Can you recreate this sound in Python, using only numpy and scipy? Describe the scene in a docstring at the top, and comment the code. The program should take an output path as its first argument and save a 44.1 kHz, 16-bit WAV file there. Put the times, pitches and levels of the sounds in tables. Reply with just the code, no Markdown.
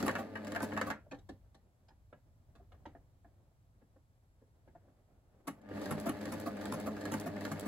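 """A compact electric sewing machine labours for a second, close to a phone in a small room; after a pause it
runs again at 2.5 stitches a second. Motor and gear tones drone in the plastic casing, with whirr and belt hiss.
Filtered forces strike and rub casing, bed and steel modes: in each stitch the needle knocks, the thread loop
rasps round the hook and the feed dog scrapes. In the pause, coloured noise makes the rumble and rustle
of hands shifting the fabric, while a buckle and other small things tap on the bed."""
import sys
import numpy as np
from scipy import signal
from scipy.fft import rfft, irfft, next_fast_len
from scipy.io import wavfile
from scipy.ndimage import uniform_filter1d

SR = 44100
rng = np.random.default_rng(int(sys.argv[2]) if len(sys.argv) > 2 else 0)


def int16_out(signal):
    """Quantize to a 16-bit WAV file."""
    q = np.round(np.clip(np.atleast_2d(signal).T, -1, 1) * 32767)
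    wavfile.write(sys.argv[1], SR, q.astype(np.int16))


N = 338247
TIME = np.arange(N) / SR
RING_TIME = np.arange(SR // 4) / SR  # a quarter second for each struck or rubbed sound

# Arrival at the phone's two ports: positive seconds reach the left first, negative the right.
STEEL_LEAD_S, BODY_LEAD_S = .000265, -.00006

# Dense short resonances of the small steel parts. Each row: frequency in Hz, level in dB.
STEEL_CRACK = [(1800, -27.5), (3200, 7), (4300, 1), (5400, -1), (7500, -0.5), (11000, -3), (15500, -12),
               (20000, -20)]
# Turns of the shaft, one a stitch. Each row: start in seconds, length of the turn in seconds, knocks of #
# linkage, take-up lever and needle in dB, thread loop in dB, length of its rasp in seconds, thread snap in dB,
# # feed dog in dB (all relative levels).
STITCH_TURNS = [(-0.074, 0.35, -2, 1.5, .033, -16, -1.5), (0.372, .675, -3, 0.5, 0.037, -13, -2),
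                (5.772, 0.39, -2, -4, 0.022, -0.5, 3), (6.168, .398, -4, -2.5, 0.037, -1, 0.5),
                (6.568, .398, -1, -1, 0.049, -2, 0), (6.966, 0.4, 0, 1.5, 0.046, 2, -0.5),
                (7.364, .398, 1, -1.5, 0.028, 3, -0.5)]


def drive(buzz_db=-1, casing_db=-4.5, whirr_db=2.0, linkage_db=-4.5, throb=0.62, whirr_load=.5):
    """The motor buzzes at twice the mains rate; gears hum and chatter in the casing, the belt hisses."""
    # How hard the motor is driven, one table a run. Each row: time in seconds, effort in dB.
    runs = [
        [(0.0, 3.5), (0.17, -1), (0.3, -3.5), (0.44, -1.5), (0.53, 0.5), (0.9, -2), (0.95, -11), (1.0, -16.5)],
        [(5.6, -17), (5.67, -9.5), (5.76, 1.5), (5.9, 0), (7.67, -0.06)],
    ]
    # Chopped mains current in the motor. Each row: multiple of the buzz rate, relative level in dB.
    buzz_orders = [(1, -6.5), (2, -9.5), (3, -6), (4, -18.5), (5, -23.5), (6, -6.5), (7, -22.5), (12, -20),
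                   (17, -20)]
    # Gear train. Each row: multiple of the gear tone, relative level in dB.
    mesh_orders = [(.5, -22.5), (1, -1.5), (1.5, -15), (2, -9.5), (2.5, -10.5), (3, -12), (4, -18),
                   (7, -23), (8, -20.5)]
    # Colour of the running noise. Each row: frequency in Hz, level in dB.
    whirr_colour = [(30, -28.5), (65, 8), (130, -10.5), (400, 10), (640, 10.5), (980, 0), (1400, -4.5),
                    (1700, -1), (2100, -3.5), (3200, -13.5), (5000, -21), (9000, -39)]
    # Colour of the belt hiss. Each row: frequency in Hz, level in dB.
    hiss_colour = [(1800, -11), (3200, -1), (4500, 4), (5400, -3), (8000, -7.5), (11000, -7), (15500, -12),
                   (20000, -28.5)]

    effort_db = np.interp(TIME, *np.transpose(np.vstack(runs)))
    switched_on = sum((TIME >= run[0][0]) & (TIME <= run[-1][0]) for run in runs)
    running = uniform_filter1d(1. 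* switched_on, SR // 30)
    load_hz, load_db, surge_db = load()
    # whirr and hiss grow faster than the hum, in dB per dB of effort
    hum = amp(-44.5 + effort_db + surge_db)
    whirr = amp(-54 + 1.15 * effort_db + whirr_load * load_db)
    hiss = amp(-65 + 1.95 * effort_db + load_db)

    # the gear tone sinks slowly (Hz per second), shifts with the load and wanders
    gear_hz = (216.9 - 1.2 * TIME + load_hz) * (1 + .018 * walk(35))
    gear_phase = 2 * np.pi * np.cumsum(gear_hz) / SR
    buzz_phase = 2 * np.pi * 100 * TIME + .16 * walk(13)  # 100 Hz, twice the mains rate
    tones = []
    for _ in range(2):
        buzz = amp(buzz_db) * stack(buzz_phase, buzz_orders, waver_db=3.5)
        tones.append(buzz + stack(gear_phase, mesh_orders, waver_db=3.5))

    # every torque pulse rattles the play in the gears
    chatter = (1 + throb * np.cos(buzz_phase)) * amp(1.8 * walk(130))
    shell = amp(casing_db) * shaken(casing, chatter)
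    gears = amp(whirr_db) * wash(whirr_colour) * chatter
    gears += amp(linkage_db) * shaken(bed, chatter)
    belt = wash(hiss_colour, STEEL_LEAD_S) * amp(1.7 * walk(170))
    belt += amp(-7) * shaken(steel, chatter, STEEL_LEAD_S)
    return running * (hum * (ports(*tones) + shell) + whirr * gears + hiss * belt)


def load():
    """Change of the gear tone (Hz), belt hiss (dB) and hum (dB) as the shaft goes round."""
    # Each row: share of the turn, change of the gear tone in Hz, of the belt hiss in dB, of the hum in dB.
    load_cycle = [(.03, -4, -2, -1), (.15, 2, 2.5, 0), (.31, -6, 3, 2), (.42, 7, -2, -2), (.55, -2, 3, 0),
                  (.8, 6, -3, -0.5)]
    starts = [row[0] for row in STITCH_TURNS]
    starts.append(STITCH_TURNS[-1][0] + STITCH_TURNS[-1][1])
    turns = np.interp(TIME, starts, np.arange(len(starts)))
    turn, *columns = np.transpose(load_cycle)
    return [np.interp(turns, turn, c, period=1) for c in columns]


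def stack(phase, orders, waver_db):
    """Partials of a rotating part, each wavering in strength."""
    coarse = TIME[::SR // 14]
    total = np.zeros(N)
    for multiple, db in orders:
        level = np.interp(TIME, coarse, amp(db + waver_db * noise(len(coarse))))
        total += level * np.sin(multiple * phase + 2 * np.pi * rng.random())
    return total


def shaken(response, chatter, lead=BODY_LEAD_S):
    """A body kept ringing by the chatter of the gears."""
    pair = [signal.fftconvolve(noise() * chatter, response())[:N] for _ in range(2)]
    return unit(ports(*pair, lead))


def stitches(free, damped, snap_db=-9.5):
    """Every turn of the shaft knocks, rasps, snaps and strokes the feed; a sliding contact damps the bed."""
    # Knocks from linkage, take-up lever and needle. Each row: share of the turn, then relative levels
    # of casing in dB, bed in dB, steel in dB.
    turn_knocks = [(0, -61, -52, -66), (.111, -58.5, -53, -59), (.219, -46, -45.5, -53)]
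    # The thread snaps off two guides. Each row: share of the turn, relative level in dB.
    guide_snaps = [(.583, -56), (.613, -63.5)]
    # Colour of the feed dog's scrape. Each row: frequency in Hz, level in dB.
    feed_colour = [(100, -0.5), (260, 5), (480, -5.5), (690, 9), (880, -13), (1130, 9), (1600, -9.5),
                   (4000, -5.5), (9000, -1.5), (12500, 3.5), (16000, 3)]
    # share of the turn; relative levels of casing, bed and steel in dB
    loop_turn, loop_levels = .364, (-40.5, -42.5, -51)
    feed_turn, feed_levels, feed_s = .726, (-41.5, -41, -56), 0.034
    snap_colour = [(3000, -9.5), (7000, 0.5), (15000, 5)]  # Hz, dB

    out = np.zeros((2, N))
    for start, turn_s, knocks_db, loop_db, rasp_s, thread_db, feed_db in STITCH_TURNS:
        for turn, *levels in turn_knocks:
            if start + turn * turn_s >= 0:
                add(out, start + turn * turn_s, amp(knocks_db) * knock(free, levels))
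        # the thread loop is dragged round the bobbin case
        loop = excite(rasp(rasp_s), damped, loop_levels, rasp_s)
        add(out, start + loop_turn * turn_s, amp(loop_db) * loop)
        for turn, db in guide_snaps:
            snap = [colour(crack(STEEL_CRACK, t60=0.016, room_db=-20.5, room_t60=0.22), snap_colour)
                    for _ in range(2)]
            level = amp(snap_db + db + thread_db)
            add(out, start + turn * turn_s, level * unit(ports(*snap, STEEL_LEAD_S)))
        scrape = slide(feed_s, feed_colour, grain_db=1.5, rise=0.59)
        stroke = excite(scrape, damped, feed_levels, feed_s)
        add(out, start + feed_turn * turn_s, amp(feed_db) * stroke)
    return out


def knock(free, levels):
    """A loose part strikes, bounces and lets the machine ring freely."""
    # Colour of a needle knock. Each row: frequency in Hz, level in dB.
    knock_colour = [(100, -4.5), (300, -2.5), (800, -2.5), (1300, 4.5), (1800, 0), (2600, -3), (5000, 1),
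                    (16000, -2.5)]
    return excite(blow(knock_colour, spread_s=.003, bounce=.65), free, levels)


def blow(push, spread_s, bounce, count=5):
    """Force of a loose part: one contact and a few weaker bounces."""
    force = np.zeros(SR // 20)
    delays = np.minimum(spread_s * rng.exponential(size=count), .04)
    force[(delays * SR).astype(int)] = bounce * rng.uniform(-0.99, 1, count)
    force[0] = 1
    return colour(force, push)


def rasp(length, catch_hz=52, catch=0.39):
    """Force of thread dragged over steel: its grip swells and eases as it catches and slips."""
    # Colour of the thread's slide. Each row: frequency in Hz, level in dB.
    loop_colour = [(100, -0.5), (160, 9.5), (500, -4), (800, -5), (1150, 3), (1700, -11.5), (4000, -1.5),
                   (8000, 4.5), (10800, 10), (16000, 2.5)]
    force = slide(length, loop_colour, grain_db=4.5, rise=0.73)
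    return force * (1 - catch * np.cos(2 * np.pi * catch_hz * RING_TIME[:len(force)]))


def slide(length, push, grain_db, rise):
    """Force of a sliding contact: uneven tiny slips that swell and let go."""
    t = RING_TIME[:SR // 12] / length
    envelope = np.sin(np.pi * np.minimum(t, 1) ** rise) ** 2
    grain = np.repeat(noise(len(t)), SR // 1000)[:len(t)]  # a new strength each millisecond
    slips = noise(len(t)) * amp(grain_db * grain)
    return colour(slips * np.sqrt(envelope), push)


def labouring(free, damped):
    """Knocks and snags that fall outside the stitch cycle."""
    # Uneven knocks as the needle labours through thick layers and the drive takes up.
    # Each row: start in seconds, casing in dB, bed in dB, steel in dB.
    uneven_knocks = [(0.027, -34, -42.5, -50.5), (0.08, -37.5, -34.5, -48.5), (0.092, -40, -37, -56.5),
                     (0.112, -59, -53, -57.5), (0.153, -45, -36.5, -55.5), (0.354, -56.5, -41.5, -66),
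                     (0.47, -49.5, -50.5, -58), (0.549, -56, -43.5, -59), (0.56, -59.5, -36, -55),
                     (0.604, -45, -41, -61), (0.72, -56.5, -46, -71), (0.735, -43, -54, -64),
                     (0.765, -61, -42, -69), (0.775, -56, -36.5, -55), (0.8132, -50.5, -34, -49.5),
                     (0.902, -47, -36.5, -52.5), (5.479, -47, -49.5, -59), (5.615, -61, -75, -80),
                     (5.689, -68, -65, -74.5), (5.712, -46.5, -55.5, -85)]
    # Thread and fabric jerk taut. Each row: start in seconds, length in seconds, level in dB.
    taut_snags = [(5.469, 0.0232, -42), (5.905, 0.014, -38.5), (6.084, 0.017, -39)]
    out = np.zeros((2, N))
    for s, *levels in uneven_knocks:
        add(out, s, knock(free, levels))
    for s, length, db in taut_snags:
        snag = excite(rasp(length), damped, (0, -1.5, -9), length)  # casing, bed, steel in dB
        add(out, s, amp(db) * snag)
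    return out


def handling(damped, tap_db=-1, part_t60=0.086, scuff_db=-15, rumble_db=3.5, rustle_db=1.0):
    """Fabric slides, arms shake the table, and small things tap the bed."""
    # Hands moving the fabric. Each row: time in seconds, table rumble in dB, rustle in dB (relative levels).
    hand_moves = [(1.0, -64.5, -70), (1.33, -62.5, -78), (1.61, -72, -79.5), (2.18, -68.5, -80),
                  (2.84, -64, -72.5), (3.1, -68, -77), (4.32, -72.5, -82), (4.73, -69.5, -77.5),
                  (4.84, -71, -73), (5.25, -71.5, -75), (5.51, -71, -66.5), (5.6, -70, -62)]
    # Colour of the table's rumble. Each row: frequency in Hz, level in dB.
    rumble_colour = [(18, -21.5), (32, -6.5), (48, 3), (70, -0.5), (98, 3.5), (135, -6.5), (220, -18),
                     (400, -49.5)]
    # Colour of the fabric's rustle. Each row: frequency in Hz, level in dB.
    rustle_colour = [(120, 0.5), (250, 3), (420, -2.5), (650, 0), (1000, -12.5), (1700, -18), (3500, -32.5),
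                     (8000, -38.5)]
    # Lever, fingers and buckle on the machine. Each row: time in seconds, relative level in dB, casing thud
    # relative to it in dB, contact hardness in Hz, pitch of the struck part in Hz.
    small_taps = [(1.066, -70.5, 1, 595, 603), (1.113, -50.5, 0.5, 2500, 2460), (1.126, -52, 3, 1190, 504),
                  (1.143, -61.5, 9, 2510, 496), (1.187, -69, 3, 3140, 3800), (1.29, -53.5, 6, 2520, 714),
                  (1.545, -65, -2, 3020, 660), (1.884, -67, -12, 2710, 4980), (1.905, -71.5, -2, 1196, 900),
                  (2.127, -58.5, -2.5, 1410, 597), (2.553, -67, -2, 2780, 690), (2.598, -71.5, 6, 700, 690),
                  (2.72, -64.5, -14, 2300, 695), (2.741, -71.5, -1, 1500, 697),
                  (2.856, -51.5, -1, 1860, 927), (2.95, -62, 1.5, 800, 683), (3.245, -67.5, 0.5, 944, 682),
                  (3.815, -74.5, 8.5, 1300, 520), (3.96, -72.5, 3.5, 896, 523), (4.416, -76, 12, 900, 525),
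                  (4.676, -65.5, 1, 1400, 520), (4.751, -62.5, -3, 850, 672), (4.879, -75.5, 6, 750, 526)]
    # Colour of a finger or lever tap. Each row: frequency in Hz, level in dB.
    tap_colour = [(100, -2.5), (300, 1.5), (700, 2.5), (1500, -3.5), (2200, -6.5), (3500, -3.5),
                  (5000, -3.5), (8000, -2), (15000, 5)]

    s, *columns = np.transpose(hand_moves)
    rumble, rustle = (amp(np.interp(TIME, s, c, left=-75, right=-75)) for c in columns)
    out = amp(rumble_db) * rumble * wash(rumble_colour)
    out += amp(rustle_db) * rustle * wash(rustle_colour) * amp(2.4 * walk(45))
    for s, db, thud_db, hardness_hz, hz in small_taps:
        # a harder contact wakes more of the steel and less of the struck part's own note
        octaves = np.log2(hardness_hz / 1500)  # above a medium hardness
        steel_db, note_db = -21 + 14.5 * octaves, -13 - 8 * octaves
        # the contact grazes the surface, and the fabric scuffs on for a moment
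        graze = slide(0.016, tap_colour, grain_db=3, rise=0.61)
        scuff = colour(noise(len(graze)) * fade(0.18)[:len(graze)], tap_colour)
        # a softer touch sounds duller
        softness = signal.butter(2, min(2 * hardness_hz, SR / 3), fs=SR)
        force = signal.lfilter(*softness, graze + amp(scuff_db) * scuff)
        add(out, s - .002, amp(tap_db + db) * excite(force, damped, (thud_db, 0, steel_db)))
        # the struck part rings briefly at its own pitch
        part = ring([(hz, 0, part_t60), (1.07 * hz, -6, part_t60)], detune=0.0048, scatter_db=0.0)
        part = part * -np.expm1(-RING_TIME / 0.00083)  # soft onset
        add(out, s, amp(db + note_db) * unit(np.array([part, part])))
    return out


def room_air():
    """The still room: steady coloured noise at both ports."""
    # Colour of the still room. Each row: frequency in Hz, level in dB.
    air_colour = [(20, 10), (200, 13.5), (1000, 10.5), (2500, 0.5), (6500, -2.5), (9500, -2), (13000, -4.5),
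                  (15500, -17)]
    return amp(-81.5) * wash(air_colour, STEEL_LEAD_S)


def casing():
    """Response of the plastic casing on the table, too small to radiate deep bass."""
    # Each row: nominal frequency in Hz, level in dB, time to decay by 60 dB in seconds.
    casing_modes = [(72, -15, .2), (160, -6, 0.23), (215, -1, 0.18), (261.4, -1, 0.15), (286.4, -1.5, 0.13),
                    (313.8, -2, .13), (379.2, -5.5, 0.12), (428, -11.5, 0.081)]
    # How well the casing radiates. Each row: frequency in Hz, level in dB.
    radiation = [(25, -36.5), (60, -4.5), (130, -1), (450, 0), (900, -10), (3000, -28)]
    modes = ring(casing_modes, detune=0.0091, scatter_db=1.5)
    dense = crack(radiation, t60=0.058, room_db=-9.0, room_t60=0.22)
    return colour(modes + amp(-6) * dense, radiation)


def bed(modes_db=0):
    """Response of the bed, needle plate and linkage: modes and a crack."""
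    # Each row: nominal frequency in Hz, level in dB, time to decay by 60 dB in seconds.
    bed_modes = [(528.6, -1.5, 0.133), (591, -4, .11), (693.4, 4.5, 0.054), (784, -7, 0.2),
                 (882.6, -1, 0.085), (1130, -6.5, .07), (1216, -6, 0.07), (1283, -14, 0.082),
                 (1421, -9, 0.11), (1545, -7.5, 0.12), (1667, 1, 0.086), (1798, -2.5, 0.11),
                 (1855, -4.5, 0.087), (2150, -11.5, 0.048), (2166, -7, 0.085), (2639, -10.5, 0.12),
                 (2910, -13, 0.12), (3228, -22.5, 0.13)]
    # Dense short resonances of the bed. Each row: frequency in Hz, level in dB.
    bed_crack = [(300, -20.5), (500, 4.5), (1200, -0.5), (1900, 2), (2500, -4), (3500, -21.5),
                 (5000, -24.5), (9000, -40.5)]
    dense = crack(bed_crack, t60=0.031, room_db=-10.0, room_t60=0.23)
    return amp(modes_db) * ring(bed_modes) + amp(-4.0) * dense


def steel(modes_db=-7):
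    """Response of the small steel parts: a crack and high modes."""
    # Presser foot, needle bar and buckle. Each row: nominal frequency in Hz, level in dB,
    # time to decay by 60 dB in seconds.
    small_part_modes = [(3750, -0.5, .1), (4160, 0, 0.12), (4576, -4, 0.1012), (5030, -6, 0.068),
                        (6290, -4, 0.122), (7300, -4.5, .1), (10200, -1, 0.037), (10800, -4, 0.032),
                        (12680, 0, 0.062), (15000, -1.5, 0.046)]
    dense = crack(STEEL_CRACK, t60=0.014, room_db=-15.5, room_t60=0.17)
    return dense + amp(modes_db) * ring(small_part_modes, detune=.003, scatter_db=1.0)


def responses(modes_db, count=8):
    """Stereo responses of casing, bed and steel parts at several points of contact."""
    points = []
    for _ in range(count):
        plastic = ports(casing(), casing())
        plate = ports(bed(modes_db), bed(modes_db))
        points.append((plastic, plate, ports(steel(), steel(), STEEL_LEAD_S)))
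    return points


def excite(force, points, levels, length=0.022):
    """A force sounds casing, bed and steel at a random point; levels (dB) are rms over the contact."""
    paths = np.array(points[rng.integers(len(points))])
    y = signal.fftconvolve(paths, force[None, None], axes=2)[:, :, :len(RING_TIME)]
    rms = np.sqrt(np.mean(y[:, :, :int(length * SR)] ** 2, axis=(1, 2)))
    return np.tensordot(amp(levels) / rms, y, axes=1) * dying()


def dying():
    """Brings the last half of a ring steadily to rest."""
    return np.minimum(1, 2 * (1 - RING_TIME / RING_TIME[-1]))


def ring(modes, detune=.008, scatter_db=3.0):
    """Decaying modes; each response differs a little in pitch, strength and sign."""
    hz, db, t60 = np.transpose(modes)[:, :, None]
    a, b, c = rng.standard_normal((3, len(modes), 1))
    angle = (2 * np.pi * hz * (1 + detune * a) * RING_TIME).astype(np.float32)
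    decay = np.exp((-np.log(1000) / t60 * RING_TIME).astype(np.float32))
    strength = np.sign(c) * amp(db + scatter_db * b)
    return unit(np.sum(strength * np.sin(angle) * decay, axis=0))


def crack(points, t60, room_db, room_t60):
    """Dense resonances that die fast, with the longer decay of the room."""
    decay = fade(t60) + amp(room_db) * fade(room_t60)
    return unit(colour(noise(len(RING_TIME)) * decay, points))


def fade(t60):
    """Exponential decay by 60 dB in t60 seconds."""
    return np.exp(-np.log(1000) * RING_TIME / t60)


def ports(direct, scattered, lead=BODY_LEAD_S):
    """Left and right: the sound reaches one port first, its scattered part fills the sides."""
    # Share that reaches the two ports by unrelated paths. Each row: frequency in Hz, level in dB.
    diffuse_share = [(40, -10.5), (250, -15.5), (500, -6.5), (1200, -12), (2200, -1), (5000, -4),
                     (7500, -3.5), (9500, -26), (16000, -18.5)]
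    size = next_fast_len(len(direct))
    hz = np.fft.rfftfreq(size, 1 / SR)
    share = gains(diffuse_share, hz)
    delay = np.exp(-2j * np.pi * hz * abs(lead))
    mid, side = rfft(direct, size), share * rfft(scattered, size)
    spectra = np.array([mid + side, (mid - side) * delay]) / np.hypot(1, share)
    pair = irfft(spectra, size)[:, :len(direct)]
    return pair if lead > 0 else pair[::-1]


def wash(points, lead=BODY_LEAD_S):
    """Coloured noise at both ports."""
    return unit(ports(colour(noise(), points), colour(noise(), points), lead))


def add(out, s, sound):
    """Mix a sound in at time s."""
    start = max(int(s * SR), 0)
    out[:, start:start + sound.shape[1]] += sound[:, :N - start]


def walk(hz):
    """Slow random wander with an rms of 1."""
    k = int(SR / hz)
    steps = np.repeat(noise(N // k + 1), k)
    return unit(uniform_filter1d(uniform_filter1d(steps, k), k)[:N])


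def colour(x, points):
    """Causal minimum-phase filter with a (Hz, dB) response."""
    cepstrum = irfft(np.log(gains(points, np.fft.rfftfreq(4096, 1 / SR))))
    cepstrum[1:] *= 2
    cepstrum[len(cepstrum) // 2:] = 0
    return signal.fftconvolve(x, irfft(np.exp(rfft(cepstrum))))[:len(x)]


def gains(points, hz):
    """A (Hz, dB) spectrum read at the given frequencies."""
    f, db = np.transpose(points)
    return amp(np.interp(np.log(np.maximum(hz, 1)), np.log(f), db))


def noise(size=N):
    """White noise."""
    return rng.standard_normal(size)


def unit(x):
    """Scale to rms 1."""
    return x / np.sqrt(np.mean(x ** 2))


def amp(db):
    """Decibels to gain."""
    return 10 ** (np.asarray(db) / 20)


def scene():
    """Machine, hands and room air."""
    free, damped = responses(modes_db=-0.6), responses(modes_db=-4)
    machine = drive() + stitches(free, damped) + labouring(free, damped)
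    return machine + handling(damped) + room_air()


def record(dry):
    """The phone cuts the top above 15.9 kHz."""
    return signal.sosfilt(signal.ellip(10, .2, 70, 15900, fs=SR, output="sos"), dry)


dry = scene()
out = record(dry)
int16_out(out)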